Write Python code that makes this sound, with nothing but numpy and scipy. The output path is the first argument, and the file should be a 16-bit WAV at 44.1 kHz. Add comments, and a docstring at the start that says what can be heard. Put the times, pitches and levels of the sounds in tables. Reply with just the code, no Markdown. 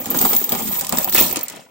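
"""Chain stirred in a bucket

A steel chain is stirred close by in a plastic bucket of murky liquid. Links click, ring
very high and knock the hollow bucket; the liquid sloshes and bubbles. A last shake drops
a heap of links with a splash, then the rattle dies away."""
import sys
import numpy as np
from scipy import signal
from scipy.fft import rfft, irfft, next_fast_len
from scipy.io import wavfile
from scipy.ndimage import uniform_filter1d

SR = 44100
rng = np.random.default_rng(int(sys.argv[2]) if len(sys.argv) > 2 else 0)


def inscribe(sig):
    """Save sig as 16-bit PCM at rate SR to the path in sys.argv[1].

    A 1-D sig is mono; a 2-D sig holds one channel per row.
    Samples are clipped to [-1, 1] before scaling.
    """
    pcm = np.round(np.clip(np.atleast_2d(sig).T, -1, 1) * 32767)
    wavfile.write(sys.argv[1], SR, pcm.astype(np.int16))


N = 74970
SCENE_T = np.arange(N) / SR
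T = np.arange(SR // 4) / SR  # one event

# liquid and bucket motion: t/s, relative slosh level/dB, relative drumming level/dB
SLOSH_LEVELS = [(0, -37.5, -39), (0.15, -32, -29.5), (0.26, -29.5, -29), (0.39, -37, -38.5),
                (0.48, -39.5, -48), (0.53, -28, -28), (0.67, -36.5, -37.5), (0.76, -32.5, -41),
                (0.87, -38, -43.5), (0.94, -27, -29.5), (1.03, -31.5, -40), (1.12, -42, -44),
                (1.23, -27.5, -34.5), (1.31, -35, -35.5), (1.38, -31.5, -38.5), (1.45, -42.5, -54.5),
                (1.57, -41.5, -47), (1.7, -54.5, -63)]
# large bubbles: t/s, f/Hz, relative level/dB
LARGE_BUBBLES = [(.097, 241, -13.5), (0.145, 1460, -8.5), (.238, 208, -14), (0.25, 1220, -5.5),
                 (.256, 930, -4), (.523, 185.5, -9.5), (.528, 570, -8), (.925, 1150, -7.5),
                 (.929, 228, -6.5), (.931, 710, -7), (.976, 193, -13.5), (1.0755, 696, -10.5),
                 (1.0871, 3050, -8), (1.148, 398, -7), (1.371, 298, -11.5)]
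# chain on bucket: t/s, clack/dB, boom/dB
BUCKET_HITS = [(.111, -26.5, -39), (.144, -21.5, -40), (.208, -23.5, -21), (.248, -23.5, -32),
               (.305, -27, -31), (.33, -22, -31), (.414, -29.5, -23.5), (.524, -26, -39), (.925, -23, -29),
               (.973, -33, -24), (1.074, -25.5, -22.5), (1.147, -19.5, -52), (1.183, -18.5, -28),
               (1.207, -21.5, -19), (1.367, -31, -37)]
# chain motion: t/s, relative clatter level/dB, relative ring level/dB
CHAIN_LEVELS = [(0, -38, -21.5), (0.09, -36.5, -45), (0.15, -27.5, -20.5), (0.21, -28.5, -15.5),
                (0.3, -26, -18), (0.37, -34, -17), (0.42, -32, -22.5), (0.47, -35, -33), (0.53, -27, -26),
                (0.62, -31, -27.0), (0.79, -28, -21), (0.86, -36.5, -46), (0.99, -26, -23),
                (1.11, -42, -27), (1.2, -20, -10.5), (1.38, -42, -44), (1.53, -42, -58), (1.68, -59.5, -94)]
# link on link: t/s, click/dB, ring/dB, factor on mode t60
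LINK_HITS = [(.0575, -17.5, -25, 1.3), (0.1032, -28, -13, 1.6), (.189, -11, -36, 1.5),
             (0.213, -15, -12, 1.4), (0.25, -16, -14, 1.4), (0.281, -30, -28, 1), (0.3322, -13.5, -30, .6),
             (0.348, -22, -32, .8), (0.3641, -12.5, -10.5, 1.8), (0.441, -22, -15.5, 1.6),
             (.492, -18, -17, 1.4), (0.5206, -13, -14.5, .7), (0.5503, -18, -28, .4),
             (0.8099, -13.5, -19, .5), (0.847, -18, -29, .8), (0.8679, -16, -39, .5),
             (0.8929, -14, -17, .4), (0.9238, -10.5, -22, .4), (0.9721, -11.5, -28, .6),
             (0.985, -10.5, -11.5, .4), (1.03, -24, -30, .4), (1.0444, -16.5, -12.5, .5),
             (1.0945, -18, -17.5, .7), (1.125, -15, -26, .6), (1.146, -12.5, -9, 1.2), (1.182, -6, -21, .8),
             (1.209, -31, -13.5, 1), (1.311, -18.5, -23, .6), (1.326, -30, -18.5, .7),
             (1.359, -12.5, -31, .4), (1.369, -13, -37, .4), (1.391, -18.5, -35, .5), (1.41, -21, -31, 1.4),
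             (1.431, -36, -19, 1.4), (1.4828, -19.5, -35, .5), (1.4988, -22, -37, .4),
             (1.561, -28.5, -80, .5)]
# position of the ringing links: t/s, left minus right/dB
LINK_PAN = [(.8, 1.5), (1.0, -5.5)]

# free modes: f/Hz, level/dB, t60/s
BUCKET_MODES = [(161.6, -8.5, 0.068), (186, -2.5, 0.11), (228.6, -1.5, 0.095), (268, -3.5, 0.086),
                (343, -7, 0.074)]
LINK_MODES = [(7450, -20, .025), (12620, -16, .015), (13700, -10, .015), (14220, 0, .06), (14860, -1, .05),
              (15300, -9, .025), (15600, -3, .04)]
# bucket wall resonances: f/Hz, width/Hz, relative level/dB
WALL_RESONANCES = [(354, 160, 3), (603, 190, -4), (765, 24.4, 5), (996, 45, 1.5), (1240, 41, 8)]
# echo in the bucket: f/Hz, t60/s
ECHO_DECAY = [(200, 0.055), (1000, 0.058), (5000, 0.083), (15000, 0.013)]
# stereo image of the noise: f/Hz, left-right correlation
CORRELATION = [(30, -0.92), (130, 1), (500, 0.56), (1000, 0.000058)]

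# noise spectra: f/Hz, relative density/dB
FLOOR_SPECTRUM = [(25, -12), (150, 10), (800, -13), (8000, -3), (16000, -52)]
CHURN_SPECTRUM = [(25, -36), (55, -24), (110, -8), (200, -0.5), (430, -5), (780, 2), (1500, -9),
                  (3000, -3.5), (9000, -45)]
CLACK_SPECTRUM = [(90, -28), (200, -5), (320, 0.5), (1300, -1.5), (5000, -15), (12000, -14.5)]
HEAP_SPECTRUM = [(30, -22), (70, -2), (300, 9.5), (1200, -31), (3500, 2), (9000, -5), (11000, -1.5),
                 (16000, 4)]
SPLASH_SPECTRUM = [(500, -42), (1000, -2.5), (3600, 5), (9000, -20)]
CLATTER_SPECTRUM = [(200, -1), (900, -0.5), (2400, -0.5), (6400, 1), (7500, 8.5), (10500, -2), (16000, -3)]
CLICK_SPECTRUM = [(200, -15), (2000, 0.5), (6300, 4.5), (7600, 10.5), (10000, -0.5), (16000, -1.5)]
EDGE_SPECTRUM = [(8000, -36), (12000, -8), (14500, 2)]

LINK_SPREAD, LINK_SCATTER_DB = 0.008, 2.5  # per blow: relative pitch, mode level


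def amp(db):
    """dB to gain."""
    return 10 ** (np.asarray(db) / 20)


def unit(x):
    """Scale to rms 1."""
    return x / np.sqrt(np.mean(x ** 2) + 1e-20)


def along(points, hz):
    """Interpolate on a log frequency axis."""
    f, values = np.transpose(points)
    return np.interp(np.log(hz + 1), np.log(f + 1), values)


def curves(rows):
    """Per-sample curve of each column after the time."""
    times, *columns = np.transpose(rows)
    return [np.interp(SCENE_T, times, column) for column in columns]


def filtered(x, response):
    """Apply a frequency response."""
    size = next_fast_len(x.shape[-1] + 8192)
    return irfft(rfft(x, size) * response(np.fft.rfftfreq(size, 1 / SR)), size)[..., :x.shape[-1]]


def noise(spectrum, size=N):
    """Shaped, partly correlated stereo noise; rms 1."""
    def response(hz):
        angle = np.arccos(np.clip(along(CORRELATION, hz), -1, 1)) / 2
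        return amp(along(spectrum, hz)) * [np.cos(angle), np.sin(angle)]
    mid, side = filtered(rng.standard_normal((2, size)), response)
    return unit(np.array([mid + side, mid - side]))


def patchy(x, depth_db):
    """Random colour from moment to moment."""
    bins = signal.stft(x, nperseg=256)[2]
    field = uniform_filter1d(rng.standard_normal(bins.shape[1:]), size=7, axis=0)
    field = unit(uniform_filter1d(field, size=4, axis=1))
    return signal.istft(bins * amp(depth_db * (field - depth_db / 9)), nperseg=256)[1][:, :N]


def add(out, start_s, sound):
    """Mix in at start_s."""
    i = int(np.clip(round(start_s * SR), 0, N - 1))
    out[:, i:i + sound.shape[-1]] += sound[..., :N - i]


def fade(attack_s, t60_s):
    """Quick rise, exponential decay."""
    return (1 - np.exp(-T / attack_s)) * amp(-60 * T / t60_s)


def surge(start_s, attack_s, hold_s, fall_db_per_s):
    """Linear rise; decay begins hold_s after the start."""
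    t = SCENE_T - start_s
    return np.clip(t / attack_s, 0, 1) * amp(-fall_db_per_s * np.maximum(t - hold_s, 0))


def ring(modes, spread, scatter_db, apart_rad):
    """One blow on damped modes, phase differing by channel; rms 1 over the first 10 ms."""
    out = np.zeros((2, len(T)))
    for hz, db, t60_s in modes:
        detune, level, phase = rng.standard_normal(3)
        offset_rad = apart_rad * phase * np.array([[1], [-1]])
        decay = amp(db + scatter_db * level - 60 * T / t60_s)
        out += decay * np.sin(2 * np.pi * hz * (1 + spread * detune) * T + offset_rad)
    return out / np.sqrt(np.mean(out[:, :SR // 100] ** 2, axis=1, keepdims=True))


def impulses(per_s, scatter_db):
    """Irregular impulses of uneven strength."""
    slots = np.arange(1500)
    at = (np.maximum(slots + 2 * rng.random(len(slots)) - 2, 0) / per_s * SR).astype(int)
    strength = amp(scatter_db * rng.uniform(-1.65, 1, len(slots)))
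    return np.bincount(at[at < N], strength[at < N], N)


def grains(per_s, scatter_db, t60_s):
    """Envelope of short decaying bursts; rms 1."""
    power = signal.fftconvolve(impulses(per_s, scatter_db) ** 2, amp(-120 * T / t60_s))[:N]
    return unit(np.sqrt(np.abs(power)))


def jostle(hits, sounds):
    """Each impulse triggers one of the sounds at random; rms 1."""
    which = rng.integers(len(sounds), size=N)
    return unit(sum(signal.fftconvolve((hits * (which == k))[None], sound, axes=1)[:, :N]
                    for k, sound in enumerate(sounds)))


def background():
    """Faint steady noise."""
    return amp(-78) * noise(FLOOR_SPECTRUM)


def bucket_echo(x):
    """Short echo in the bucket; tails crossfade as the chain moves."""
    places = 6
    hz, t, bins = signal.stft(rng.standard_normal((places, 2, SR // 4)), SR, nperseg=256)
    tails = signal.istft(bins * amp(-60 * t / along(ECHO_DECAY, hz)[:, None]), SR, nperseg=256)[1]
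    shares = np.maximum(1 - np.abs(np.linspace(0, places - 1, N) - np.arange(places)[:, None]), 0)
    return sum(signal.fftconvolve(x * np.sqrt(share), tail / np.linalg.norm(tail[0]), axes=1)[:, :N]
               for share, tail in zip(shares, tails))


def wall(x, gain_db):
    """The bucket wall adds its resonances."""
    def response(f):
        return sum(amp(db) * 1j * f * width / (hz * hz - f * f + 1j * f * width)
                   for hz, width, db in WALL_RESONANCES)
    return x + amp(gain_db) * filtered(x, response)


def bubble(hz, cycles, rise):
    """A bubble rings briefly, rising in pitch."""
    life_s = cycles / hz
    tone = np.sin(2 * np.pi * hz * (T + rise * T ** 2 / (2 * life_s)))
    pan = amp(rng.normal(0, 0.6) * np.array([[1], [-1]]))
    return tone * fade(attack_s=0.5 / hz, t60_s=life_s) * pan


def fizz(per_s, cycles):
    """Swarm of small bubbles."""
    births = impulses(per_s, scatter_db=7)
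    return jostle(births, [bubble(hz, cycles, rise=0.1) for hz in np.geomspace(1600, 6000, 32)])


def trickle():
    """After the splash, fine drops run off the links."""
    envelope = surge(start_s=1.301, attack_s=0.07, hold_s=0.28, fall_db_per_s=199)
    return amp(-46.5) * envelope * fizz(per_s=850, cycles=9)


def plops():
    """Large air pockets gulp through the liquid."""
    out = np.zeros((2, N))
    for start_s, hz, db in LARGE_BUBBLES:
        add(out, start_s, amp(db - 4) * bubble(hz, cycles=12.4, rise=0.072))
    return out


def slosh():
    """Stirred liquid churns and bubbles."""
    slosh_db, _ = curves(SLOSH_LEVELS)
    churn = noise(CHURN_SPECTRUM) * grains(per_s=170, scatter_db=8.5, t60_s=0.085)
    churn = unit(wall(churn, gain_db=3.5))
    bubbles = [bubble(hz, cycles=23, rise=0.039) for hz in np.geomspace(450, 2400, 24)]
    bubbling = jostle(impulses(per_s=110, scatter_db=2.5), bubbles)
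    return amp(slosh_db - 1.5) * churn + amp(slosh_db - 7.5) * bubbling


def groan():
    """The dragging chain draws one rough, sagging tone from the bucket."""
    start_s, length_s, start_hz, sag_hz_per_s = 0.56, 0.21, 235.4, 210
    t = SCENE_T - start_s
    swell = np.sin(np.pi * np.clip(t / length_s, 0, 1))
    tone = np.sin(2 * np.pi * np.cumsum(start_hz - sag_hz_per_s * t) / SR)
    return amp(-31) * swell * unit(tone * grains(per_s=150, scatter_db=7.5, t60_s=0.054))


def drumming():
    """Links dragged over the bottom make the bucket drum and groan."""
    _, drum_db = curves(SLOSH_LEVELS)
    envelope = fade(attack_s=0.0027, t60_s=0.73)
    taps = [ring(BUCKET_MODES, spread=0.023, scatter_db=0.5, apart_rad=0.13) * envelope
            for _ in range(8)]
    drag = groan() + amp(drum_db - 1) * jostle(impulses(per_s=150, scatter_db=7), taps)
    return drag * amp([[1.2], [-1.2]])


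def knocks():
    """Chain strikes plastic: dull clack, hollow boom."""
    clacks, booms = np.zeros((2, N)), np.zeros((2, N))
    for start_s, clack_db, boom_db in BUCKET_HITS:
        clack = noise(CLACK_SPECTRUM, len(T))
        boom = ring(BUCKET_MODES, spread=0.03, scatter_db=-0.5, apart_rad=0.22)
        add(clacks, start_s, amp(clack_db) * clack * fade(attack_s=0.00089, t60_s=0.07))
        add(booms, start_s, amp(boom_db) * boom * fade(attack_s=0.0048, t60_s=1.0))
    return wall(clacks, gain_db=0.5) + booms * amp([[1.2], [-1.2]])


def heap():
    """A heap of links lands and throws up a fizzing splash."""
    crash = noise(HEAP_SPECTRUM) * grains(per_s=210, scatter_db=2, t60_s=0.03)
    crash *= surge(start_s=1.117, attack_s=0.017, hold_s=0.14, fall_db_per_s=182)
    splash = amp(-0.5) * noise(SPLASH_SPECTRUM) + amp(-6.5) * fizz(per_s=500, cycles=11)
    splash *= surge(start_s=1.146, attack_s=0.002, hold_s=0.038, fall_db_per_s=234)
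    return patchy(amp(-19) * crash + amp(-21) * splash, depth_db=3) * amp([[-1], [1]])


def rattle():
    """Links slide over each other in hundreds of small contacts."""
    clatter_db, ring_db = curves(CHAIN_LEVELS)
    clatter = noise(CLATTER_SPECTRUM) * grains(per_s=320, scatter_db=10, t60_s=0.063)
    clatter = patchy(clatter, depth_db=1.5)
    envelope = fade(attack_s=0.0024, t60_s=0.38)
    links = [ring(LINK_MODES, LINK_SPREAD, LINK_SCATTER_DB, apart_rad=1.57) * envelope
             for _ in range(48)]
    ringing = jostle(impulses(per_s=400, scatter_db=6), links)
    return amp(clatter_db - 1) * clatter + amp(ring_db - 0.5) * ringing


def clinks():
    """Two links collide: dry click, bright edge, high ring, cut short when they press together."""
    clicks, tones = np.zeros((2, N)), np.zeros((2, N))
    snap = fade(attack_s=0.0003, t60_s=0.018)
    envelope = fade(attack_s=0.0006, t60_s=0.25)
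    for start_s, click_db, ring_db, t60_factor in LINK_HITS:
        modes = [(hz, db, t60_s * t60_factor) for hz, db, t60_s in LINK_MODES]
        tone = ring(modes, LINK_SPREAD, LINK_SCATTER_DB, apart_rad=1.5) * envelope
        click = noise(CLICK_SPECTRUM, len(T)) * snap
        edge = amp(1) * noise(EDGE_SPECTRUM, len(T)) * snap
        add(clicks, start_s, amp(click_db) * click)
        add(tones, start_s, amp(ring_db) * (tone + edge))
    pan_db, = curves(LINK_PAN)
    return patchy(clicks, depth_db=2.5) + tones * amp(np.array([pan_db, -pan_db]) / 2)


def scene():
    """Chain, bucket and liquid, with echo, over the background."""
    direct = clinks() + rattle() + heap() + knocks() + drumming() + slosh() + plops() + trickle()
    return direct + amp(-6) * bucket_echo(direct) + background()


def record(dry):
    """Brick-wall low-pass."""
    return filtered(dry, lambda hz: hz < 15800)


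dry = scene()
out = record(dry)
inscribe(out)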